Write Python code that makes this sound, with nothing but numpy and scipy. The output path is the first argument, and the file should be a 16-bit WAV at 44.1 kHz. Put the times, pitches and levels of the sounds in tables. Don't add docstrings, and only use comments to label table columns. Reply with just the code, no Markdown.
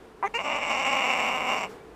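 import sys
import numpy as np
from scipy import signal
from scipy.fft import rfft, irfft, next_fast_len
from scipy.io import wavfile
from scipy.ndimage import uniform_filter1d, map_coordinates

SR = 44100
rng = np.random.default_rng(int(sys.argv[2]) if len(sys.argv) > 2 else 0)


def master_out(mix):
    frames = np.transpose(np.atleast_2d(mix))
    ceiling = np.clip(frames, -1, 1)
    pcm = np.round(ceiling * 32767).astype(np.int16)
    wavfile.write(sys.argv[1], SR, pcm)


N = 85995

# (time [s], chest band level [dB], mouth band level over the chest band [dB])
GROWL_LEVELS = [(0.387, -32.5, 0.5), (0.405, -29.5, -2.5), (0.429, -39, -3), (0.459, -30.5, -4),
                (0.523, -31, 0.5), (0.563, -29, -3.5), (0.571, -33, -0.5), (0.625, -35, 3),
                (0.683, -31.5, -0.5), (0.717, -27.5, -1), (0.763, -30, 0), (1.031, -28, 1),
                (1.471, -30.5, -1.5), (1.525, -28.5, -1), (1.629, -33, -2), (1.637, -28.5, 0),
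                (1.681, -46.5, -6.5), (1.69, -59, 1)]
# (time [s], treble level [dB], top hiss level [dB])
GROWL_BRIGHTNESS = [(.38, -25.5, -38), (.43, -14, -35), (.47, -20, -40), (.65, -15, -36.5),
                    (1.2, -15.5, -33), (1.4, -18.5, -31.5), (1.62, -14.5, -32), (1.655, -16.5, -32),
                    (1.69, -24.5, -35)]
# (time [s], preferred rate [Hz], share of cycles that stumble [0-1])
FOLD_RATE = [(.38, 230, .6), (.46, 295, .45), (.6, 285, .5), (.8, 277, .5), (1.05, 269, .5),
             (1.15, 260, .5), (1.35, 254, .55), (1.5, 250, .7), (1.69, 245, .85)]
# (frequency [Hz], gain [dB])
THROAT = [(59, -64), (100, -23.5), (219, -7.5), (240, -8), (344, -14), (463, -13), (509, -4), (567, -2.5),
          (633, 2.5), (706, -1.5), (788, 3), (893, -1.5), (1060, 3), (1500, -12), (1750, -16),
          (1920, -13.5), (2210, -1), (2550, -9.5), (2800, -1.5), (2980, -11.5), (3220, -28.5),
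          (3590, -23.5), (4200, -38.5), (5460, -86), (9240, -120)]
# (frequency [Hz], gain [dB])
TREBLE = [(2470, -27), (4200, -16), (4580, -4.5), (5050, -14.5), (5250, -2), (5570, 1), (5850, -2),
          (6350, -10), (7390, -3.5), (7630, 3), (7930, -14), (8150, -8.5), (9030, -31), (11700, -24),
          (13400, -31), (14100, -28.5), (15400, -48)]
# (time [s], pitch [Hz], level [dB], weakening of every other pulse [dB],
# share of the second shape [0-1])
FIRST_YIP = [(.2245, 330, -55, 4, 0), (.227, 329, -24, 0, 0), (.231, 331, -24, 5, 0.02),
             (.238, 404.4, -23.5, 4, 0.02), (.252, 394.5, -22.5, -3, 0.01), (.261, 401, -26, 2, 0.43),
             (.268, 427, -31.5, 9, 0.65), (.277, 459, -31.5, 4, 1), (.283, 440, -70, 6, 0.9)]
SECOND_YIP = [(.337, 424, -52, 0, 0.32), (.34, 435, -26, 6, 0.46), (.345, 447, -25, -2, 0.69),
              (.351, 468, -26, -2, 0), (.374, 468.6, -28, 5, 0), (.381, 522, -37.5, -7, 0.13),
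              (.389, 562, -29, 2, 1), (.398, 585, -53, 13, 1)]
# (frequency [Hz], gain [dB])
FIRST_MOUTH = [(180, -40), (400, -11.5), (600, -10), (790, -2), (1000, 5.5), (1200, -5.5), (1650, -15.5),
               (2050, -12.5), (2600, -25.5), (3200, -41), (5000, -53), (6300, -50), (9000, -56),
               (15000, -80)]
FIRST_MOUTH_END = [(210, -28), (450, 2), (900, -1), (1520, -6), (2100, 6.5), (2860, -18), (3600, -20),
                   (4800, -46), (6300, -15), (7440, -37), (9000, -32), (13000, -42), (16000, -64)]
# (frequency [Hz], gain [dB])
SECOND_MOUTH = [(210, -31), (350, -7), (484, -2), (659, -15), (911, -0.5), (1450, -9.5), (2810, 2),
                (3230, -46), (4010, -26.5), (4750, -22.5), (5550, -25), (6880, -21.5), (10300, -43.5),
                (13000, -37), (14000, -68)]
# (start [s], rise constant [s], fade constant [s], level before the envelope [dB])
BREATH = (1.686, .01, .035, -57)
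# (frequency [Hz], gain [dB])
BREATH_TONE = [(1800, -60), (3200, -12), (4700, 0), (5800, -1), (9000, -9), (15400, -15)]
# (start [s], end [s], mean frequency [Hz], peak level [dB])
SQUEAK = (1.795, 1.832, 2300, -56)
# (frequency [Hz], gain [dB])
ROOM_TONE = [(41, -13), (70, -9), (158, -9), (193, -5), (277, -5.5), (398, -0.5), (435, 4), (558, -10),
             (639, -9.5), (917, -9.5), (1440, -15), (6240, -35), (6830, -34), (9150, -36.5), (15400, -46)]
# (time [s], level [dB])
ROOM_LEVEL = [(0, -49), (.08, -47.5), (.15, -50.5), (.3, -47.5), (1.0, -46.5), (1.72, -43.5), (1.85, -48),
              (1.95, -49)]

GROWL_JITTER, GROWL_SCATTER_DB, WANDER, LUMP_DB = .04, 1.6, .012, .6
STUMBLE_CYCLES = .75
AIR_DB, MOUTH_AIR_DB, TREBLE_AIR_DB = -10, -6, 9
AIR_DECAY_S, STEADY_AIR = .002, .4
AIR_LEAD_S, CHEST_LAG_S = .0016, .0003
SPLIT_HZ, HISS_HZ = 1650, 9000
YIP_JITTER, YIP_SCATTER_DB, YIP_AIR_DB = .006, .8, -17
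ROOM_DB, ROOM_T60_S = -20, .1
HUM_HZ, HUM_DB = 53.2, -59
TOP_HZ = 15500


def growl():
    level_db, mouth_db, span = curves(GROWL_LEVELS)
    treble_db, hiss_db, _ = curves(GROWL_BRIGHTNESS)
    rate, stumble, _ = curves(FOLD_RATE)
    wandering_rate = rate * (1 + WANDER * wobble(25))
    slaps = unit(pulses(wandering_rate, GROWL_JITTER, GROWL_SCATTER_DB, stumble=stumble))
    late_slaps = np.roll(slaps, round(CHEST_LAG_S * SR))
    parting = np.roll(slaps, -round(AIR_LEAD_S * SR))
    drive = gated(level_db + LUMP_DB * wobble(44.8), span)

    chest = below(coloured(late_slaps + amp(AIR_DB) * puffs(slaps), THROAT), SPLIT_HZ)
    voiced = coloured(slaps + amp(MOUTH_AIR_DB) * puffs(parting), THROAT)
    mouth = voiced - below(voiced, SPLIT_HZ)
    bright = coloured(slaps + amp(TREBLE_AIR_DB) * puffs(parting), TREBLE)
    treble = below(bright, HISS_HZ)
    hiss = bright - treble

    bands = unit(chest, span) + amp(mouth_db) * unit(mouth, span)
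    bands += amp(treble_db) * unit(treble, span) + amp(hiss_db) * unit(hiss, span)
    return drive * bands


def pulses(rate, jitter, scatter_db, alternate_db=0, stumble=0):
    count = N // 40
    draw, luck = rng.standard_normal((count, 2)), rng.random((count, 2))
    cycles, order = np.cumsum(rate) / SR, np.arange(count)
    chance = np.interp(order * 1.18, cycles, stumble + np.zeros(N))
    extra = (luck[:, 0] < chance) * STUMBLE_CYCLES * luck[:, 1]
    due = np.cumsum(1 + jitter * draw[:, 0] + extra)
    at = np.interp(due, cycles, np.arange(N), right=N + 20)
    weak_db = np.interp(at, np.arange(N), alternate_db + np.zeros(N)) * (order % 2)
    size = amp(scatter_db * draw[:, 1] - weak_db)
    k = np.floor(at).astype(int)[:, None] + np.arange(-7, 9)
    offset = k - at[:, None]
    kernel = np.sinc(offset) * np.cos(np.pi * offset / 16) ** 2
    return np.bincount(k.ravel() + 8, (kernel * size[:, None]).ravel(), N + 64)[8:N + 8]


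def puffs(slaps):
    decay = np.exp(-np.arange(SR // 50) / SR / AIR_DECAY_S)
    bursts = unit(np.abs(signal.fftconvolve(slaps, decay)[:N]))
    return unit((STEADY_AIR + bursts) * rng.standard_normal(N))


def yip(course, shape_a, shape_b):
    pitch, level_db, alternate_db, second_share, span = curves(course)
    air = amp(YIP_AIR_DB) * rng.standard_normal(N)
    folds = unit(pulses(pitch, YIP_JITTER, YIP_SCATTER_DB, alternate_db)) + air
    second_share = np.clip(second_share, 0, 1)
    drive = gated(level_db, span)

    def through(share, shape):
        return coloured(share * drive * folds, shape) / np.std(coloured(folds, shape)[span])

    return through(1 - second_share, shape_a) + through(second_share, shape_b)


def breath():
    start, rise, fade, db = BREATH
    t = np.maximum(np.arange(N) / SR - start, 0)
    envelope = (1 - np.exp(-t / rise)) * np.exp(-(t / fade) ** 2 / 2)
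    return amp(db) * envelope * unit(coloured(rng.standard_normal(N), BREATH_TONE))


def squeak():
    start, end, hz, db = SQUEAK
    phase = 2 * np.pi * np.cumsum(hz * (1 + 0.0087 * wobble(60))) / SR
    progress = np.clip((np.arange(N) / SR - start) / (end - start), 0, 1)
    return amp(db) * np.sin(np.pi * progress) * np.sin(phase)


def room(x):
    t = np.arange(SR // 3) / SR
    tail = rng.standard_normal(len(t)) * amp(-60 * t / ROOM_T60_S) * (t > .003)
    return signal.fftconvolve(x, tail / np.linalg.norm(tail))[:N]


def room_tone():
    level_db, _ = curves(ROOM_LEVEL)
    hum_rate = HUM_HZ * (1 + 0.1196 * wobble(9.1))
    hum = amp(HUM_DB + 5.0 * wobble(13)) * np.sin(2 * np.pi * np.cumsum(hum_rate) / SR)
    murmur = unit(coloured(rng.standard_normal(N), ROOM_TONE))
    return hum + amp(level_db + 0.4 * wobble(16)) * murmur


def amp(db):
    return 10 ** (np.asarray(db) / 20)


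def unit(x, where=slice(None)):
    return x / np.sqrt(np.mean(x[where] ** 2) + 1e-20)


def curves(rows):
    s, *cols = np.transpose(rows)
    values = [np.interp(np.arange(N) / SR, s, c) for c in cols]
    return values + [slice(int(s[0] * SR), int(s[-1] * SR))]


def gated(level_db, span):
    gate = np.zeros(N)
    gate[span] = 1
    soft = uniform_filter1d(uniform_filter1d(gate, size=130), size=130)
    return np.abs(soft) * amp(level_db)


def wobble(rate):
    knots = rng.standard_normal(int(N * rate / SR) + 4)
    return map_coordinates(knots, [np.arange(N) * rate / SR])


def coloured(x, points):
    size = 8192
    f, db = np.transpose(points)
    log_f = np.log(np.fft.rfftfreq(size, 1 / SR) + 1)
    gain = np.maximum(amp(np.interp(log_f, np.log(f + 1), db)), 1e-4)
    cepstrum = irfft(np.log(gain))
    cepstrum[1:size // 2] *= 2
    cepstrum[size // 2 + 1:] = 0
    response = irfft(np.exp(rfft(cepstrum)))
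    return signal.fftconvolve(x, response)[:N]


def below(x, hz):
    m = next_fast_len(N + SR // 4)
    passed = np.fft.rfftfreq(m, 1 / SR) < hz
    return irfft(rfft(x, m) * passed, m)[..., :N]


def scene():
    yips = yip(FIRST_YIP, FIRST_MOUTH, FIRST_MOUTH_END) + yip(SECOND_YIP, SECOND_MOUTH, THROAT)
    puppy = growl() + yips + breath() + squeak()
    return (puppy + amp(ROOM_DB) * room(puppy) + room_tone())[None]


def record(dry):
    return below(dry, TOP_HZ)


dry = scene()
out = record(dry)
master_out(out)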